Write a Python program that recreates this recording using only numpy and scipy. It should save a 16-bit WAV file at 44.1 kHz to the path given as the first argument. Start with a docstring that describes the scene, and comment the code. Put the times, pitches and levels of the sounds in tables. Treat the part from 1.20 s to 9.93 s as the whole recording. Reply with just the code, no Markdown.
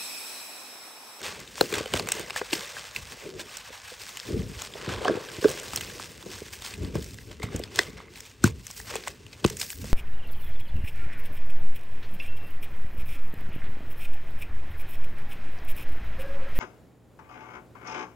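"""Lumps crack, grit grinds and trickles: dry chalk blocks are crushed between bare hands close above
a shallow tray full of crumbs. Cracks are short runs of fractures that ring the lump; grit is dense
random breaks ringing at grain-size pitches. Falling pieces and pushing hands thud on the tray and
ring its low modes; a block scrapes over the crumbs at times, above faint room air."""
import sys
import numpy as np
from scipy import signal
from scipy.fft import rfft, irfft
from scipy.io import wavfile
from scipy.ndimage import uniform_filter1d

SR = 44100
rng = np.random.default_rng(int(sys.argv[2]) if len(sys.argv) > 2 else 0)


def materialize(psi):
    """Save the field psi as 16-bit PCM at rate SR to the path in sys.argv[1].

    A 1-D psi becomes a single channel; in a 2-D psi each row is a channel.
    """
    bounded = np.clip(np.atleast_2d(psi).T, -1, 1)
    quanta = np.round(bounded * 32767).astype(np.int16)
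    wavfile.write(sys.argv[1], SR, quanta)


def gain_from_decibels(decibels):
    """Convert decibel values to linear amplitude factors."""
    exponent = np.asarray(decibels, float) / 20
    return 10 ** exponent


N = 384993

# Bending modes of the tray. Each row: pitch in Hz, relative level in dB, free t60 in seconds.
TRAY_MODES = [(55.7, -7, 0.085), (108, -3, 0.055), (143, -9.5, 0.048), (193.6, -7, 0.033),
              (272, -8.5, 0.041), (356.7, 4, 0.049), (430, 9.5, 0.0368), (494.4, 1, 0.047),
              (595.5, 0, 0.0374), (715, -15, 0.058)]


def rms_one(x):
    """Scales to an rms of 1."""
    return x / np.sqrt(np.mean(x ** 2) + 1e-20)


def at_hz(points, hz):
    """Interpolates (Hz, dB) points over log frequency."""
    points_hz, points_db = np.array(points)[:, 0], np.array(points)[:, 1]
    return np.interp(np.log(hz + 1), np.log(points_hz), points_db)


def band(x, low_hz, high_hz):
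    """Butterworth band-pass."""
    sos = signal.butter(2, [low_hz, high_hz], "band", fs=SR, output="sos")
    return signal.sosfilt(sos, x + 1e-18)


def coloured(x, spectrum):
    """Shapes x by a spectrum of (Hz, dB) points."""
    hz = np.arange(N // 2 + 1) * SR / N
    return irfft(rfft(x) * gain_from_decibels(at_hz(spectrum, hz)), N)


def drift(rate_hz):
    """Slow chance with spread 1: noise through two equal poles, computed every 40 samples."""
    r = np.exp(-80 * np.pi * rate_hz / SR)
    noise = rng.standard_normal(N // 40 + 2002)
    slow = signal.lfilter([1], [1, -2 * r, r * r], noise)[2000:]   # skip the settling
    return np.interp(np.arange(N) / 40, np.arange(len(slow)), rms_one(slow))


def ring(drive, hz, t60_s):
    """Damped resonator: a unit click sets a sine of height 1 ringing."""
    r, w = gain_from_decibels(-60 / (t60_s * SR)), 2 * np.pi * hz / SR
    return signal.lfilter([0, np.sin(w)], [1, -2 * r * np.cos(w), r * r], drive + 1e-18)


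def clicks(per_s, spread_db, clump_db, clump_rate_hz):
    """Random tiny breaks in clumps; a few are much larger than the rest."""
    sizes = gain_from_decibels(spread_db * np.minimum(rng.exponential(1, N), 4)) * rng.choice([-1, 1], N)
    chance = per_s * gain_from_decibels(clump_db * drift(clump_rate_hz)) / SR
    return sizes * (rng.random(N) < chance)


def grains(train, low_hz, high_hz, cycles, count=14):
    """Each break rings for some cycles (t60) at a pitch set by the size of its grain."""
    dealt = rng.integers(0, count, N)
    pitches_hz = np.geomspace(low_hz, high_hz, count)
    return rms_one(sum(ring(train * (dealt == k), hz, cycles / hz) for k, hz in enumerate(pitches_hz)))


def add(out, s, sound):
    """Mixes a sound in at s seconds."""
    at = max(round(s * SR), 0)
    out[..., at:at + sound.shape[-1]] += sound[..., :N - at]


def effort(events, rise, rest_db, rest_tilt_db, layers):
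    """Each event swells quickly and fades evenly in dB; its tilt shares it among layers; powers add."""
    t = np.arange(0, N + 64, 64) / SR
    s, db, fade_ms, tilt_db = np.transpose(events)[:, :, None]
    fade_s = np.clip(fade_ms, 10, 2000) / 1000
    shape_db = db - 10 * np.maximum((s - t) / (fade_s * rise), (t - s) / fade_s)
    levels_db = []
    for octaves, layer_db in layers:
        power = np.sum(gain_from_decibels(shape_db + tilt_db * octaves) ** 2, axis=0)
        power = power + gain_from_decibels(rest_db + rest_tilt_db * octaves) ** 2
        levels_db.append(np.interp(np.arange(N) / SR, t, 10 * np.log10(power) + layer_db))
    return levels_db


def room_air():
    """Steady room noise, strongest near 600 Hz and 2.7 kHz."""
    # Each row: frequency in Hz, relative density in dB per Hz.
    spectrum = [(18, -33), (30, -28), (113, -12), (174, -18), (609, 2), (1170, -44), (2710, 8), (2990, -6),
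                (3710, -11), (5590, -32), (9500, -49), (12400, -79), (20900, -120)]
    return gain_from_decibels(-70) * rms_one(coloured(rng.standard_normal(N), spectrum))


def push_levels():
    """Pushes of hands and sliding crumbs set the rumble, drumming and rattle of the tray, in dB."""
    # Each row: time of most force in seconds, level in dB before the group's gain,
    # ms to fade 10 dB, hardness in dB per octave.
    pushes = [(0.03, -51, 423, 2), (0.425, -42.5, 87, 5.5), (0.542, -42.5, 101, 0.5),
              (0.758, -37.5, 119, 2), (0.979, -46.5, 110, 3.9), (1.205, -58, 100, 3), (1.334, -45, 69, 5.5),
              (1.567, -56, 91, 3), (1.777, -51.5, 81, -3.5), (1.916, -55, 70, 2.5), (2.06, -44, 66, 8),
              (2.165, -44.5, 75, 3.5), (2.5, -62, 35, 2), (2.716, -62, 44, 4), (2.822, -54, 66, -0.5),
              (2.944, -64, 64, 6.5), (3.095, -40, 56, 8), (3.146, -31.5, 125, -1.7), (3.685, -46, 600, 5),
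              (3.7, -43, 67, -7.5), (3.883, -35, 61, 8.5), (4.262, -36.5, 65, 5), (4.555, -47.5, 560, 0.3),
              (4.782, -58.3, 36, 12), (5.064, -49, 89, 6.5), (5.184, -55.3, 576, -2.6),
              (5.619, -38, 232, -2), (5.749, -33, 48, 1), (6.0, -60, 100, -10), (6.093, -46.4, 68, -1.5),
              (6.236, -39.5, 96, -0.5), (6.346, -35.5, 75, -0.5), (6.575, -46.5, 357, 0),
              (7.255, -36.5, 89, -4), (7.595, -55, 271, -3.5), (7.734, -52, 73, 10), (7.879, -53, 61, 3),
              (8.006, -56, 593, -1.5), (8.262, -39.5, 109, 0), (8.6, -44, 127, -7), (8.7, -50, 120, -4)]
    # Rumble, drumming, rattle. Each row: octaves from the drumming, gain in dB.
    tray_groups = [(-1.64, 0.9), (-0.25, -0.34), (1.21, 0.4)]
    # the tray is never quite still
    return effort(pushes, rise=0.28, rest_db=-67, rest_tilt_db=-2.7, layers=tray_groups)


def tray(coarse_db, rattle_db, drum_db, rumble_db):
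    """Crumbs and hands always knock the tray; only hard crumbs reach the top modes, powder drums low."""
    out, top_db = 0, 0.72 * coarse_db + 0.38 * rattle_db + 2.5
    groups = ((top_db, TRAY_MODES[7:]), (rattle_db - 3.0, TRAY_MODES[5:7]),
              (drum_db - .7, TRAY_MODES[2:5]), (rumble_db - .7, TRAY_MODES[:2]))
    for level_db, modes in groups:
        train = clicks(per_s=830, spread_db=3.5, clump_db=1.5, clump_rate_hz=15)
        edges_hz = 0.73 * modes[0][0], 1.19 * modes[-1][0]
        rings = sum(gain_from_decibels(db) * ring(train * rng.standard_normal(N), hz, t60_s) for hz, db, t60_s in modes)
        out = out + gain_from_decibels(level_db) * rms_one(band(band(rings, *edges_hz), *edges_hz))
    return out


def thuds():
    """A rough contact drives modes near the struck pitch; the smooth push of the mass moves low modes."""
    # Each row: peak time in seconds, peak in dB before trim, pitch struck most in Hz,
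    # low push in dB re peak before trim, contact time scale in ms.
    thud_rows = [(0.4143, -6.5, 430, -20.5, 2.46), (0.434, -24, 483, -13, 2.7),
                 (0.5299, -18, 410, -20, 3.1), (0.5439, -25, 390, -6, 2.5), (0.5738, -26.5, 420, -13, 3.0),
                 (0.5829, -25, 440, -12, 3.2), (0.6094, -20.5, 398, -12, 4.3),
                 (0.663, -27.5, 482, -14, 3.2), (0.7431, -13.5, 490, -4.5, 2.7), (0.7563, -34, 454, 5, 3.0),
                 (0.7721, -27, 546, -9, 2.2), (0.7999, -28, 475, -12.4, 2.9), (0.9549, -30, 455, -13, 2.8),
                 (1.003, -28, 390, -6, 2.2), (1.2181, -21, 507, -30, 2.6), (1.334, -18.5, 383, -25, 2.6),
                 (1.357, -30.1, 400, -16, 2.6), (1.3846, -34.5, 500, -12, 2), (2.072, -31, 353, -20, 2.7),
                 (2.5062, -36, 480, -19.1, 3.0), (2.722, -37, 514, -20, 3.4),
                 (3.0883, -26.5, 356, -20, 2.1), (3.1098, -22.5, 356, -4, 3.75), (3.149, -36, 380, 7, 3.1),
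                 (3.17, -26.2, 310, -1, 3.7), (3.5565, -27.5, 544, -27, 2.9), (3.68, -25, 390, 3, 2.2),
                 (3.8175, -24, 483, -16, 2.7), (3.8561, -14.5, 754, -26, 3.2), (3.8847, -16, 390, -25, 4),
                 (3.8987, -10, 475, -31, 3.0), (3.9096, -12.6, 396, -15, 2.8), (3.9533, -23, 364, -8, 3.6),
                 (3.9762, -22.5, 515, -6, 3.12), (4.1873, -28.1, 342, 0.5, 6.1),
                 (4.2297, -22.5, 447, -15, 2.7), (4.249, -7.5, 430, -25, 2.6), (4.257, -2, 440, -32, 1.93),
                 (4.2778, -24.4, 440, -14, 2.1), (4.292, -25.8, 460, -5, 3.0), (4.3072, -28, 473, -5, 3.0),
                 (5.0654, -26, 430, -9, 4.2), (5.2213, -28, 427, -4, 2.2), (5.6362, -28.9, 356, 2.7, 2.1),
                 (5.758, -17.5, 400, 3, 3.03), (6.111, -36, 400, -1, 4.1), (6.2044, -30, 413, -10, 2.2),
                 (6.241, -31.7, 510, 10.5, 2.35), (6.3506, -22.5, 358, -14, 2.8),
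                 (6.4017, -23, 416, -16, 2.7), (6.5961, -17, 430, -21, 3.54), (7.2436, -8.5, 300, 6, 1.9),
                 (7.2635, -34, 356, 18, 1.9), (7.7417, -41, 393, -10.5, 3.0),
                 (7.7595, -24.5, 430, -14, 2.64), (7.8763, -35.5, 760, -23, 3.9),
                 (8.2507, -6, 372, -0.5, 1.4), (8.644, -33, 533, 7, 3.7)]
    free_ring = .8   # share of the free ringing time left under the crumbs
    out, t = np.zeros(N), np.arange(6000) / SR
    chance = rng.standard_normal((len(thud_rows), 6000))
    for (s, peak_db, struck_hz, low_db, contact_ms), noise in zip(thud_rows, chance):
        contact = t ** 2 * np.exp(-t * 3000 / np.clip(contact_ms, .5, 30))
        push = np.gradient(contact) / np.gradient(contact).max()
        rough = push + 3.9 * noise * contact / contact.max()
        rings, near_struck = [], []
        for hz, db, t60_s in TRAY_MODES:
            late = round(.6 * SR / hz)   # bending waves: lows are slow
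            drive = np.roll(push if hz < 250 else rough, late)
            rings.append(gain_from_decibels(db) * ring(drive, hz, t60_s * free_ring))
            near_struck.append(gain_from_decibels(-40 * abs(np.log2(hz / struck_hz))))
        upper = sum(r * share for r, share in zip(rings[4:], near_struck[4:]))
        upper = band(upper, .7 * struck_hz, 1.7 * struck_hz)
        lower = band(0.15 * rings[1] + rings[2] + 1.18 * rings[3], 85, 330)
        thud = gain_from_decibels(peak_db - 1.7) * upper / np.abs(upper).max()
        thud = thud + gain_from_decibels(peak_db + low_db - 4.0) * lower / np.abs(lower).max()
        add(out, s - np.argmax(uniform_filter1d(upper ** 2, size=170)) / SR, thud)
    return out


def scrapes():
    """The whole block scrapes over the crumbs: uneven slips strike its own modes."""
    # Each row: time of most force in seconds, level in dB before the mode's gain,
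    # ms to fade 10 dB, brightness in dB per octave.
    scrape_rows = [(6.235, -41, 42, 1), (6.29, -55, 60, -7), (6.605, -42, 38, 5), (6.67, -46.5, 40, -3),
                   (6.79, -47, 50, -3)]
    # Each row: pitch in Hz, gain in dB, t60 in seconds.
    block_modes = [(1170, -8.5, 0.014), (2090, 0.5, 0.019), (3640, -12, .02)]
    layers = [(np.log2(hz / block_modes[1][0]), db) for hz, db, t60_s in block_modes]
    levels_db = effort(scrape_rows, rise=.3, rest_db=-120, rest_tilt_db=0, layers=layers)
    slips = clicks(per_s=500, spread_db=5.5, clump_db=3.0, clump_rate_hz=19)
    out = 0
    for level_db, (hz, _, t60_s) in zip(levels_db, block_modes):
        out = out + gain_from_decibels(level_db) * rms_one(ring(slips * rng.standard_normal(N), hz, t60_s))
    return out


def wall(x):
    """The tray's thin wall colours the grains: its resonances are added to the direct sound."""
    # Each row: pitch in Hz, width in Hz, level in dB.
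    resonances = [(1124, 150, -9), (1568, 220, -3.5), (2035, 32, -2.5), (2600, 170, -9), (3040, 170, -13),
                  (3500, 650, -12.5), (4390, 830, -14), (5170, 530, -8)]
    out = x.copy()
    for hz, width_hz, db in resonances:
        r = np.exp(-np.pi * width_hz / SR)
        poles = [1, -2 * r * np.cos(2 * np.pi * hz / SR), r * r]
        out += gain_from_decibels(db) * signal.lfilter([(1 - r * r) / 2, 0, (r * r - 1) / 2], poles, x)
    return out


def squeeze_levels():
    """Squeezes of the fingers set the levels of coarse crumbs, grit, fine grit and dust, in dB."""
    # Each row: time of most force in seconds, level in dB before the grain size's gain,
    # ms to fade 10 dB, fineness in dB per octave.
    squeezes = [(0.049, -42.5, 113, -1.5), (0.407, -47, 202, 0.6), (0.557, -42.5, 96, -2.5),
                (0.753, -43, 85, -1), (0.948, -45.5, 247, -1.4), (1.174, -43, 33, 0), (1.335, -43.5, 31, 3),
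                (1.39, -47.5, 352, -0.7), (1.58, -50.5, 65, -1), (1.761, -50.5, 65, 0.5),
                (1.911, -53.8, 293, -0.4), (2.021, -53.5, 76, -1.2), (2.202, -46.5, 30, 0),
                (2.363, -52.5, 333, -1.2), (2.692, -54.5, 140, -0.3), (2.82, -50.5, 93, 1),
                (3.041, -54, 600, -0.2), (3.401, -51, 120, 0), (3.701, -47.5, 244, -4),
                (3.876, -47.5, 96, -6.5), (4.239, -47.5, 485, -0.3), (4.29, -54, 59, 3),
                (4.567, -50.1, 225, 0.7), (4.803, -54, 143, 0.8), (5.012, -57, 23, -0.1),
                (5.143, -51.5, 176, 0.5), (5.335, -51, 32, 2), (5.46, -50.5, 127, 0.5),
                (5.633, -56.1, 106, -1.3), (5.755, -49, 41, -2), (5.826, -58, 193, 2.5),
                (6.114, -55, 33, -1.5), (6.235, -53, 36, -1.5), (6.348, -53.5, 128, -2.2),
                (6.583, -45, 80, -0.5), (6.783, -57, 50, -4), (6.965, -57, 81, 0.7),
                (7.065, -58.5, 47, 0.7), (7.251, -43, 33, -0.5), (7.486, -59, 249, 2),
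                (7.578, -62.5, 111, 6.5), (7.707, -45.5, 80, -1.3), (7.87, -49, 50, 0),
                (8.138, -63, 345, -0.5), (8.255, -48.5, 51, 0), (8.42, -49.5, 117, 4), (8.5, -63, 37, -1),
                (8.516, -68.5, 62, 11.5), (8.675, -55, 206, 2)]
    # Coarse crumbs, grit, fine grit, dust. Each row: octaves from the grit, gain in dB.
    grain_sizes = [(-1.59, -0.57), (-0.015, 5.5), (1.38, 5.5), (2.74, -8.5)]
    # some crumbs always trickle
    return effort(squeezes, rise=0.4, rest_db=-70, rest_tilt_db=-1, layers=grain_sizes)


def grit(grit_db, fine_db, coarse_db, dust_db):
    """Grinding and trickling: dense small breaks and sparse ringing chips, in four sizes down to dust."""
    train = clicks(per_s=7000, spread_db=1.0, clump_db=5.5, clump_rate_hz=30)
    chips = clicks(per_s=2600, spread_db=5.0, clump_db=5.0, clump_rate_hz=9.9)
    # dry breaks heard in the three ringing sizes
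    snaps = rms_one(clicks(per_s=220, spread_db=4.5, clump_db=4.5, clump_rate_hz=8))
    out = 0
    for level_db, low_hz, high_hz in ((grit_db, 1700, 4500), (fine_db, 4500, 9500), (coarse_db, 700, 1700)):
        mine = chips * (rng.random(N) < .35)   # each size rings its own random share of the chips
        both = grains(train, low_hz, high_hz, cycles=8.0, count=8)
        both = both + 0.64 * grains(mine, low_hz, high_hz, cycles=30.0, count=10)
        both = both + 0.41 * rms_one(band(snaps, low_hz, high_hz))
        out = out + gain_from_decibels(level_db) * rms_one(band(both, 1.1 * low_hz, 1.22 * high_hz))
    dust = rms_one(band(train + 0.76 * chips + 0.089 * rng.standard_normal(N), 13000, 21500))
    return out + gain_from_decibels(dust_db + 14.5) * dust


def cracks():
    """A crack is a run of fractures that swells, dies in a few ms and rings the lump at its own pitch."""
    # Each row: peak time in seconds, peak in dB before trim, pitch of the lump in Hz,
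    # dull part and bright part in dB re peak before trim.
    crack_rows = [(0.0165, -30.5, 1600, -19, 1), (0.202, -36, 3620, -12, 4), (0.277, -32, 3730, -23, -7),
                  (0.3808, -26, 2480, -1.5, -9.2), (0.4115, -4, 4140, -1.3, -6),
                  (0.5271, -20, 2460, -7, -5), (0.5405, -13.5, 3530, -22, -6.5),
                  (0.555, -20, 2560, -24, -3), (0.5827, -17, 2550, -7, -2), (0.66, -22, 3050, -4, -11.7),
                  (0.7387, -9.5, 3020, -5, -7), (0.7536, -27, 1630, -18, -7.6), (0.774, -19, 3360, -17, -4),
                  (0.7973, -11.5, 4660, -6, -14), (0.873, -23.9, 2540, -3, -3.5),
                  (0.8886, -17, 2700, -7, 1), (0.9204, -9, 8200, -24, -0.7), (0.952, -30, 1730, -20, 4),
                  (0.9963, -24, 1830, -6, 0.5), (1.012, -30, 4450, -13.1, -1),
                  (1.0994, -24, 2580, -6.5, -10.5), (1.1063, -19, 2800, -9, -14),
                  (1.162, -18.5, 1740, -2.4, -6), (1.1694, -27, 2880, -25, -14),
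                  (1.1771, -21.2, 2650, -19.2, -14), (1.192, -29, 2840, -20, -21),
                  (1.216, -31.5, 1980, 11, -14), (1.3104, -28, 3830, -13, -14),
                  (1.3312, -10, 3060, -16.2, -12.5), (1.3372, -15, 7450, -15.7, -13),
                  (1.3537, -20.5, 5260, -25, -16), (1.3836, -31, 2820, -20, -7.0),
                  (1.457, -32, 1880, -24, -6), (1.5688, -30.5, 1630, 2, -10),
                  (1.763, -13.3, 2690, -36, -12), (1.9227, -30, 1790, -11.2, -5),
                  (2.1954, -23.5, 2760, -19, -8), (2.2005, -27.5, 1620, -13, -13.5),
                  (2.214, -28, 3800, -13.1, -3.2), (2.371, -26, 6060, -29, 4.5),
                  (2.8166, -32, 4900, -22, -8), (2.8923, -26.5, 4630, -24.0, -2),
                  (2.9717, -24, 3100, -20, 0), (3.0, -22.7, 5300, -20.7, -11), (3.3918, -31, 3360, -28, -3),
                  (3.4202, -19, 6870, -9, -4.5), (3.4495, -31, 4950, -7, -8.5),
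                  (3.5385, -27.9, 3500, -27, -14.2), (3.849, -18.5, 3170, -3.5, -10),
                  (3.8541, -29.5, 1980, 8, -17), (3.8817, -17, 1657, 5, -28), (3.8965, -33, 1770, 5, -15),
                  (4.0876, -29, 1590, -18, -18), (4.245, -29.5, 1530, 13, -12),
                  (4.2842, -22.5, 4830, -3, -8), (4.2935, -28, 1630, -9.9, 3),
                  (4.3014, -26.5, 4240, -19, 2), (4.3144, -22, 5170, -10, -2),
                  (4.376, -25, 2940, -13, -11.2), (4.399, -27.5, 7900, -21.5, 1.5),
                  (4.4333, -32, 1650, -11, 3), (4.482, -25, 4100, -11.4, -4.0),
                  (4.535, -22.5, 4970, -1.5, -4), (4.561, -15, 5950, -31, 7.5),
                  (4.5748, -15.5, 4160, -13, -9), (4.6103, -19, 3300, -18, -3.5),
                  (4.699, -30, 1710, -12.3, -6), (4.7987, -28, 2440, 1, -10.2),
                  (5.0279, -32.5, 3690, -4, -4), (5.0605, -48, 3500, 3, 8), (5.3385, -36, 1840, -11.2, 0),
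                  (5.4222, -24.5, 3700, -10, -3), (5.45, -26.5, 4410, -7, -2.5), (5.4738, -29, 4840, -6, 0),
                  (5.5393, -25, 2520, -19, -7), (5.6485, -27, 3560, -14, -17),
                  (5.7556, -34.5, 1560, 6.5, 5), (5.826, -30, 4480, -19, -2), (5.8446, -34, 3970, -20, 7),
                  (5.944, -33, 3500, -25, 0), (5.988, -33, 2000, -24, -15), (6.1144, -33.3, 3080, -9, -15),
                  (6.2002, -36, 2060, -5, -8.2), (6.2316, -21, 2230, -6, -5), (6.2384, -28, 2110, -6.5, -6),
                  (6.362, -27, 6750, -19, 4), (6.3953, -32, 2130, -8.8, 4), (6.438, -22, 5040, -19, -8),
                  (6.5596, -21.5, 4160, -19.5, 2), (6.592, -1, 1950, -18, -15),
                  (6.9584, -32.2, 2700, -24, -19), (7.0055, -29.5, 6800, -29, 1.5),
                  (7.0547, -40, 2570, -29.5, -2), (7.2412, -6, 1570, -12.5, -1),
                  (7.2764, -21.5, 2490, -5.5, -4), (7.4684, -27.5, 6510, -36, 2.5),
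                  (7.5038, -25, 8100, -9, -4), (7.512, -38, 7150, -24.4, 11), (7.6012, -28, 1930, -9, -2.5),
                  (7.7398, -23, 2020, -10, -8.0), (7.7564, -18.5, 2560, -4.5, -2),
                  (7.7643, -23.8, 3380, -11.8, -8.5), (7.838, -29, 2270, -27, -24),
                  (7.8688, -34, 6240, -6, -18), (7.8756, -22, 2130, 0.5, -7),
                  (7.8811, -16.5, 7410, -23, -6), (8.066, -33.5, 3100, -15, -7),
                  (8.1327, -30, 2550, -17, -14), (8.2445, -14, 3470, -3, -19), (8.2485, -10, 2860, -3, -10),
                  (8.2632, -21, 7050, -26, 3), (8.301, -24, 4450, -8, 1), (8.37, -28.5, 7900, -27, 4),
                  (8.3998, -27, 5760, -31.6, 6), (8.4165, -12, 5260, -21, -3), (8.4296, -21, 4390, -13, -8),
                  (8.504, -21.5, 7800, -17, -5), (8.53, -30, 2040, -20, -15), (8.644, -34, 2000, -2, 4)]
    dying_ms, dying_spread_db = 1.9, 2.5   # median time scale of a crack and its spread
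    out, t = np.zeros(N), np.arange(2048) / SR
    shape = (len(crack_rows), 2048)
    runs = rng.standard_normal(shape) * gain_from_decibels(5.0 * rng.standard_normal(shape))
    scales_ms = dying_ms * gain_from_decibels(dying_spread_db * rng.standard_normal(len(crack_rows)))
    for (s, peak_db, hz, dull_db, bright_db), run, scale_ms in zip(crack_rows, runs, scales_ms):
        age = t * 1000 / np.clip(scale_ms, .4, 12)
        tail = 0.0048 * np.minimum(age, 1) * np.exp(-t / 0.019)
        run = run * (age ** 2 * np.exp(-2.5 * age) + tail)
        body = band(run, 1460, 5020) + .09 * ring(run, hz, 24.0 / hz)
        parts = (band(run, 620, 1530), body, band(run, 5000, 8450), band(run, 11700, 17000))
        levels_db = (dull_db - 2.0, -2.5, bright_db - .7, bright_db - 1.5)
        crack = sum(gain_from_decibels(peak_db + db) * p / np.abs(p).max() for db, p in zip(levels_db, parts))
        add(out, s - np.argmax(uniform_filter1d(crack ** 2, size=64)) / SR, crack)
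    return out


def scene():
    """Sounds lie near the middle; lows wander left and right, above 1.9 kHz only cracks do."""
    # Each row: low edge in Hz, high edge in Hz, side gain in dB.
    wander = [(40, 210, -11.5), (148, 340, -9.5), (400, 960, -5.5), (870, 1900, -7)]
    left_lean = 0.28   # constant lean of the wandering part to the left
    coarse_db, grit_db, fine_db, dust_db = squeeze_levels()
    rumble_db, drum_db, rattle_db = push_levels()
    snaps = wall(cracks())
    near = room_air() + tray(coarse_db, rattle_db, drum_db, rumble_db) + thuds() + scrapes()
    near = near + gain_from_decibels(-0.5) * wall(grit(grit_db, fine_db, coarse_db, dust_db)) + snaps
    side = 0
    for low_hz, high_hz, db in wander:
        side = side + gain_from_decibels(db) * (left_lean + np.tanh(drift(13.7))) * band(near, low_hz, high_hz)
    side = signal.sosfilt(signal.butter(8, 1900, fs=SR, output="sos"), side)
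    # high-band stereo spread, given to the cracks only
    side += gain_from_decibels(-14.5) * (left_lean + drift(31)) * band(snaps, 1700, 13600)
    return near + side * [[1], [-1]]


def roll_off(x):
    """The treble ends steeply here."""
    return signal.sosfilt(signal.butter(12, 17130, fs=SR, output="sos"), x)


def record(dry):
    """Two microphone ports: no deep bass, duller treble that turns in phase between the ports."""
    # The treble sags and ends steeply. Each row: frequency in Hz, gain in dB.
    treble = [(8500, 0), (10000, -2), (12000, -2), (14000, -11), (15700, -3.5), (15900, -26), (16600, -29),
              (17000, -48)]
    turn_hz, half_turn_hz = 8500, 1750
    dry = signal.sosfilt(signal.butter(3, 40, "high", fs=SR, output="sos"), dry)
    dry = .95 * np.tanh(dry / .95)   # the loudest cracks are rounded
    hz = np.arange(N // 2 + 1) * SR / N
    # above turn_hz the left port lags the right by half a turn every half_turn_hz, up to two whole turns
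    half_turns = np.clip((hz - turn_hz) / half_turn_hz, 0, 4)
    turn = np.exp(.5j * np.pi * np.outer([-1, 1], half_turns))
    mix = irfft(rfft(dry) * turn * gain_from_decibels(at_hz(treble, hz)), N)
    return roll_off(mix)


dry = scene()
out = record(dry)
materialize(out)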